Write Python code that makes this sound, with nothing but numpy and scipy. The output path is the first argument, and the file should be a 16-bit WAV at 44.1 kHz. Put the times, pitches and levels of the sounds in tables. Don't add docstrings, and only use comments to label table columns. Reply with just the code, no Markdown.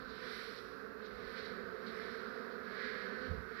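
import sys
import numpy as np
from scipy import signal
from scipy.fft import rfft, irfft
from scipy.io import wavfile

SR = 44100
rng = np.random.default_rng(int(sys.argv[2]) if len(sys.argv) > 2 else 0)


def transcribe(u):
    v = np.clip(np.atleast_2d(u).T, -1, 1)
    q = np.round(v * 32767).astype(np.int16)
    wavfile.write(sys.argv[1], SR, q)


N = 158760
T = np.arange(N) / SR


# (frequency [Hz], relative level [dB per Hz])
AIR_COLOUR = [(15, -30), (55, -21.5), (130, -6.5), (300, -3.5), (800, -22), (3000, -35.5), (6700, -40),
              (8600, -60), (12000, -35), (15500, -47)]
LEFT_HISS_COLOUR = [(15, -22), (55, 1.5), (120, -5.5), (330, -13), (800, -18.5), (2150, -20.5), (2550, 0.5),
                    (2750, -5), (3100, -24), (5000, -28), (7500, -35.5), (11000, -25), (15500, -23.5)]
# (time [s], level [dB])
RUMBLE_DB = [(0.0, -65), (0.03, -66), (0.37, -70.5), (0.38, -66.5), (0.98, -74), (1.25, -62), (1.41, -70.5),
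             (1.69, -64), (1.71, -69.5), (2.32, -72.5), (2.34, -79), (2.82, -68.5), (3.16, -78), (3.2, -68)]
RUMBLE_COLOUR = [(15, -30), (35, 1), (55, 12), (100, 2.5), (170, 4), (400, -39.5)]

# (start [s], ring level [dB], rise [s], decay [s], pitch at the end of the rise [Hz])
BUMPS = [(3.269, -37, 0.0436, .038, 82.9), (3.354, -42, 0.036, 0.03, 72)]
BUMP_COLOUR = [(20, -15), (50, 1), (100, -1), (125, -7), (175, -1.5), (260, -18.5), (600, -24), (2000, -70)]

# (centre [s], spread [s], level [dB])
RATTLES = [(0.101, .012, -56), (0.581, 0.01, -53.5), (1.062, 0.0083, -54.5), (1.395, 0.011, -55),
           (1.46, 0.0072, -50.5), (1.87, 0.015, -63)]
RATTLE_COLOUR = [(200, -5), (1500, -23), (2800, -38.5), (3900, 8), (5000, -2.5), (6500, -18), (7500, -29),
                 (9000, -41), (12000, -35), (14000, -54)]

# (closest [s], half length [s], level [dB], wing beats [Hz], glide [share per s])
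FLYBYS = [(0.078, 0.21, -51, 252.3, 0.02), (0.261, 0.067, -49.5, 248.5, -.05),
          (0.806, .14, -54.5, 273.2, -.05), (1.192, 0.055, -52, 241.6, .05),
          (1.705, 0.053, -54, 229.7, -0.13), (2.074, .08, -59, 244, -.05), (2.401, 0.18, -51.5, 241.2, .05)]
FLYBY_COLOUR = [(120, -57), (250, -2.5), (500, 0.5), (760, -18.5), (1000, -10), (1300, -12), (1550, 1),
                (2050, -25), (2700, -45.5), (4350, -22.5), (5400, -25), (6600, -68), (12000, -62),
                (14000, -70)]

# (time [s], wing beats [Hz], level [dB])
HOVER_PATH = [(2.55, 236, -79), (2.678, 237.1, -49.5), (2.779, 243.7, -53), (2.811, 239.3, -46.5),
              (2.979, 238.8, -47.5), (3.08, 244.2, -47), (3.129, 255, -46), (3.19, 253.6, -47.5),
              (3.26, 256.6, -42.5), (3.33, 251.2, -54), (3.45, 248, -72)]
HOVER_COLOUR = [(120, -30), (250, -8.5), (500, -3), (760, -25), (1000, -19), (1300, -15), (1520, 3),
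                (1700, 3.5), (1950, -14), (2200, -15.5), (2700, -21.5), (3100, -19), (3600, -29.5),
                (4400, -13.5), (4900, -29.5), (5500, -27), (6600, -58), (14000, -70)]

# (time [s], level [dB])
WHINE_DB = [(0.0, -65), (0.04, -73), (0.27, -54), (0.54, -60.5), (0.87, -72), (1.38, -56), (1.6, -59),
            (1.72, -67), (2.0, -54), (2.59, -67.5), (2.8, -50.5), (2.81, -48.5), (3.5, -64.5), (3.6, -52.5)]
RASP_DB = [(0.0, -66), (0.06, -69), (0.1, -64), (0.13, -63.5), (0.3, -55), (0.59, -60), (0.61, -64.5),
           (0.95, -79), (1.03, -68), (1.06, -62.5), (1.09, -67), (1.35, -62.5), (1.37, -55.5), (1.7, -70.5),
           (1.86, -67), (1.87, -58), (1.92, -63), (2.04, -60), (2.5, -70), (2.52, -65), (2.58, -73.5),
           (2.85, -56), (3.18, -65.5), (3.22, -63.5), (3.46, -73.5), (3.6, -60)]
FIZZ_DB = [(0.0, -87), (0.04, -92), (0.32, -73.5), (0.57, -79), (0.63, -82), (1.01, -96), (1.32, -82.5),
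           (1.48, -82.5), (1.69, -95.5), (1.98, -81), (2.53, -92), (2.93, -90), (2.95, -88.5),
           (3.57, -87.5), (3.6, -88)]
WHINE_COLOUR = [(150, -20), (440, -1.5), (850, -34), (1250, -12.5), (1650, 2.5), (2050, -0.5), (2350, -8),
                (2700, -24.5), (3200, -48)]
RASP_COLOUR = [(1500, -31), (2300, -8.5), (2750, -16), (3100, -12), (3400, -12.5), (3900, -6.5), (4400, -7),
               (5400, -19), (6100, -31.5), (6750, -73), (7500, -34), (8400, -48), (10000, -65)]
FIZZ_COLOUR = [(4300, -3), (5100, 15), (5600, 13), (6100, 2), (6700, -21), (7500, 1), (8600, -13),
               (9700, 0.5), (11000, 4.5), (12600, -0.5), (13100, 0), (13700, -25)]

# (wing beats [Hz], level [dB])
FANNERS = [(218, -57.5), (220.5, -55)]
FAN_COLOUR = [(100, -21), (220, -11.5), (440, 3), (660, -19), (880, -25.5), (1400, -26.5), (2500, -35),
              (6000, -81), (14000, -80)]

# (share of bees that beat slower [0-1], wing beats [Hz])
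WING_RATES = [(0, 183.4), (.17, 197.4), (.36, 215), (.6, 226.8), (.8, 242.3), (.96, 259.8), (1, 272.4)]
# (time [s], level [dB])
HUM_DB = [(0, -49.5), (.5, -50.5), (1, -49), (1.35, -47.5), (1.7, -45), (2.1, -46), (2.45, -45.5),
          (2.8, -46.5), (3.05, -44), (3.35, -44.5), (3.6, -51.5)]
BUZZ_DB = [(0, -48), (.5, -48.5), (1, -49.5), (1.4, -47), (1.75, -48), (2.2, -47), (2.45, -46.5), (3, -46),
           (3.3, -46), (3.6, -46.5)]
HUM_COLOUR = [(100, -39), (180, -3.5), (255, -6.5), (320, 1), (380, 1), (450, 0), (520, -1), (600, -14),
              (700, -13.5), (820, -30), (1100, -27), (2000, -81)]
BUZZ_COLOUR = [(400, -38), (820, -23), (1000, -15.5), (1220, -5), (1520, -2.5), (2000, -17.5),
               (2750, -39.5), (4200, -29), (5600, -40), (6700, -74), (7500, -45.5), (8600, -75),
               (10000, -66), (12300, -41), (13000, -40), (13600, -62)]

WANDER, WANDER_HZ, FLUTTER_DB, FLUTTER_HZ = .018, 6, 2, 9
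JITTER_S, ROUGH_JITTER_S = .00002, .00007
BEAT_COUNT = 1200
WHINE_GAIN_DB, RASP_GAIN_DB, FIZZ_GAIN_DB, RUMBLE_GAIN_DB = 7, 6, 13.5, 6.5
BUMP_SAG_PER_S, BUMP_NOISE_DB = 2.2, -2
AIR_DB, LEFT_HISS_DB = -58, -70
BEE_LEAK_DB, BUMP_LEAK_DB = -44.5, -31
EDGE_HZ = 15720


def amp(db):
    return 10 ** (np.asarray(db) / 20)


def evened(x):
    return x / np.sqrt(np.mean(x ** 2) + 1e-20)


def level(points):
    return amp(np.interp(T, *np.transpose(points)))


def coloured(x, colour):
    f, db = np.transpose(colour)
    hz = np.fft.rfftfreq(N, 1 / SR)
    gain = amp(np.interp(np.log(hz + 1), np.log(f), db)) * (hz > 12)
    return evened(irfft(rfft(x) * gain, N))


def noise(colour):
    return coloured(rng.standard_normal(N), colour)


def drift(t, top_hz):
    f = np.geomspace(.3, top_hz, 14)[:, None]
    cycles = f * t * rng.uniform(.8, 1.2, f.shape) + rng.random(f.shape)
    return evened((np.sin(2 * np.pi * cycles) / f ** .3).sum(0))


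def pulses(place, size):
    inside = (place > 0) & (place < N - 1)
    place, size = place[inside], size[inside]
    i, part = place.astype(int), place % 1
    return np.bincount(i, size * (1 - part), N) + np.bincount(i + 1, size * part, N)


def wings(hz, wander, flutter_db, jitter_s, glide=0, at=0):
    t = np.arange(BEAT_COUNT) / hz
    rate = hz * np.exp(wander * drift(t, WANDER_HZ) + glide * np.clip(t - at, -.5, .5))
    head_start = rng.random() * 2 / hz
    beats = np.cumsum(1 / rate) - head_start + jitter_s * rng.standard_normal(BEAT_COUNT)
    return pulses(beats * SR, amp(flutter_db * drift(t, FLUTTER_HZ)))


def swarm(jitter_s, count):
    shares = (np.arange(count) + .5) / count
    rates = np.interp(shares, *np.transpose(WING_RATES))
    return sum(wings(hz, WANDER, FLUTTER_DB, jitter_s) for hz in rates)


def left_hiss():
    return amp(LEFT_HISS_DB) * noise(LEFT_HISS_COLOUR)


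def outdoor_air():
    rumble = amp(RUMBLE_GAIN_DB) * level(RUMBLE_DB) * noise(RUMBLE_COLOUR)
    return amp(AIR_DB) * noise(AIR_COLOUR) + rumble


def bump(start, db, rise_s, decay_s, hz):
    after_rise = T - start - rise_s
    shape = np.clip((T - start) / rise_s, 0, 1) * np.exp(-np.maximum(after_rise, 0) / decay_s)
    pitch = hz * np.exp(-BUMP_SAG_PER_S * np.clip(after_rise, -.1, .2))
    ring = evened(np.sin(2 * np.pi * (np.cumsum(pitch) / SR + rng.random())))
    return amp(db) * shape * (ring + amp(BUMP_NOISE_DB) * noise(BUMP_COLOUR))


def rattle(centre, spread_s, db):
    shape = np.exp(-.5 * ((T - centre) / spread_s) ** 2)
    return amp(db) * shape * coloured(swarm(jitter_s=0.00041, count=9), RATTLE_COLOUR)


def flyby(closest, half_s, db, hz, glide):
    beats = wings(hz, wander=.008, flutter_db=0, jitter_s=JITTER_S, glide=glide, at=closest)
    nearness = 1 / (1 + ((T - closest) / half_s) ** 2)
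    return amp(db) * nearness * coloured(beats, FLYBY_COLOUR)


def hovering_bee(wander, jitter_s):
    s, hz, db = np.transpose(HOVER_PATH)
    waver = np.interp(T, T[::100], drift(T[::100], top_hz=25.2))
    turns = np.cumsum(np.interp(T, s, hz) * (1 + wander * waver)) / SR
    beats = np.interp(np.arange(BEAT_COUNT), turns, T, right=-1)
    beats = beats + jitter_s * rng.standard_normal(BEAT_COUNT)
    buzz = coloured(pulses(beats * SR, np.ones(BEAT_COUNT)), HOVER_COLOUR)
    return amp(np.interp(T, s, db)) * buzz


def near_bees():
    whine = amp(WHINE_GAIN_DB) * level(WHINE_DB) * coloured(swarm(JITTER_S, count=10), WHINE_COLOUR)
    rasp = amp(RASP_GAIN_DB) * level(RASP_DB) * coloured(swarm(ROUGH_JITTER_S, count=14), RASP_COLOUR)
    fizz = amp(FIZZ_GAIN_DB) * level(FIZZ_DB) * coloured(swarm(ROUGH_JITTER_S, count=14), FIZZ_COLOUR)
    return whine + rasp + fizz


def fanning_bee(hz, db):
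    beats = wings(hz, wander=0.00701, flutter_db=2.0, jitter_s=JITTER_S)
    return amp(db) * coloured(beats, FAN_COLOUR)


def crowd():
    beats = swarm(JITTER_S, count=30)
    hum = level(HUM_DB) * coloured(beats, HUM_COLOUR)
    buzz = level(BUZZ_DB) * coloured(beats, BUZZ_COLOUR)
    return hum + buzz


def scene():
    thuds = sum(bump(*row) for row in BUMPS)
    bees = sum(rattle(*row) for row in RATTLES) + sum(flyby(*row) for row in FLYBYS)
    bees = bees + hovering_bee(wander=.009, jitter_s=.00004) + near_bees()
    bees = bees + sum(fanning_bee(*row) for row in FANNERS) + crowd()
    left = amp(BEE_LEAK_DB) * bees + amp(BUMP_LEAK_DB) * thuds + left_hiss()
    right = bees + thuds + outdoor_air()
    return np.array([left, right])


def record(dry):
    low_pass = signal.firwin(801, EDGE_HZ, window=("kaiser", 9), fs=SR)
    return signal.oaconvolve(dry, low_pass[None], "same")


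dry = scene()
out = record(dry)
transcribe(out)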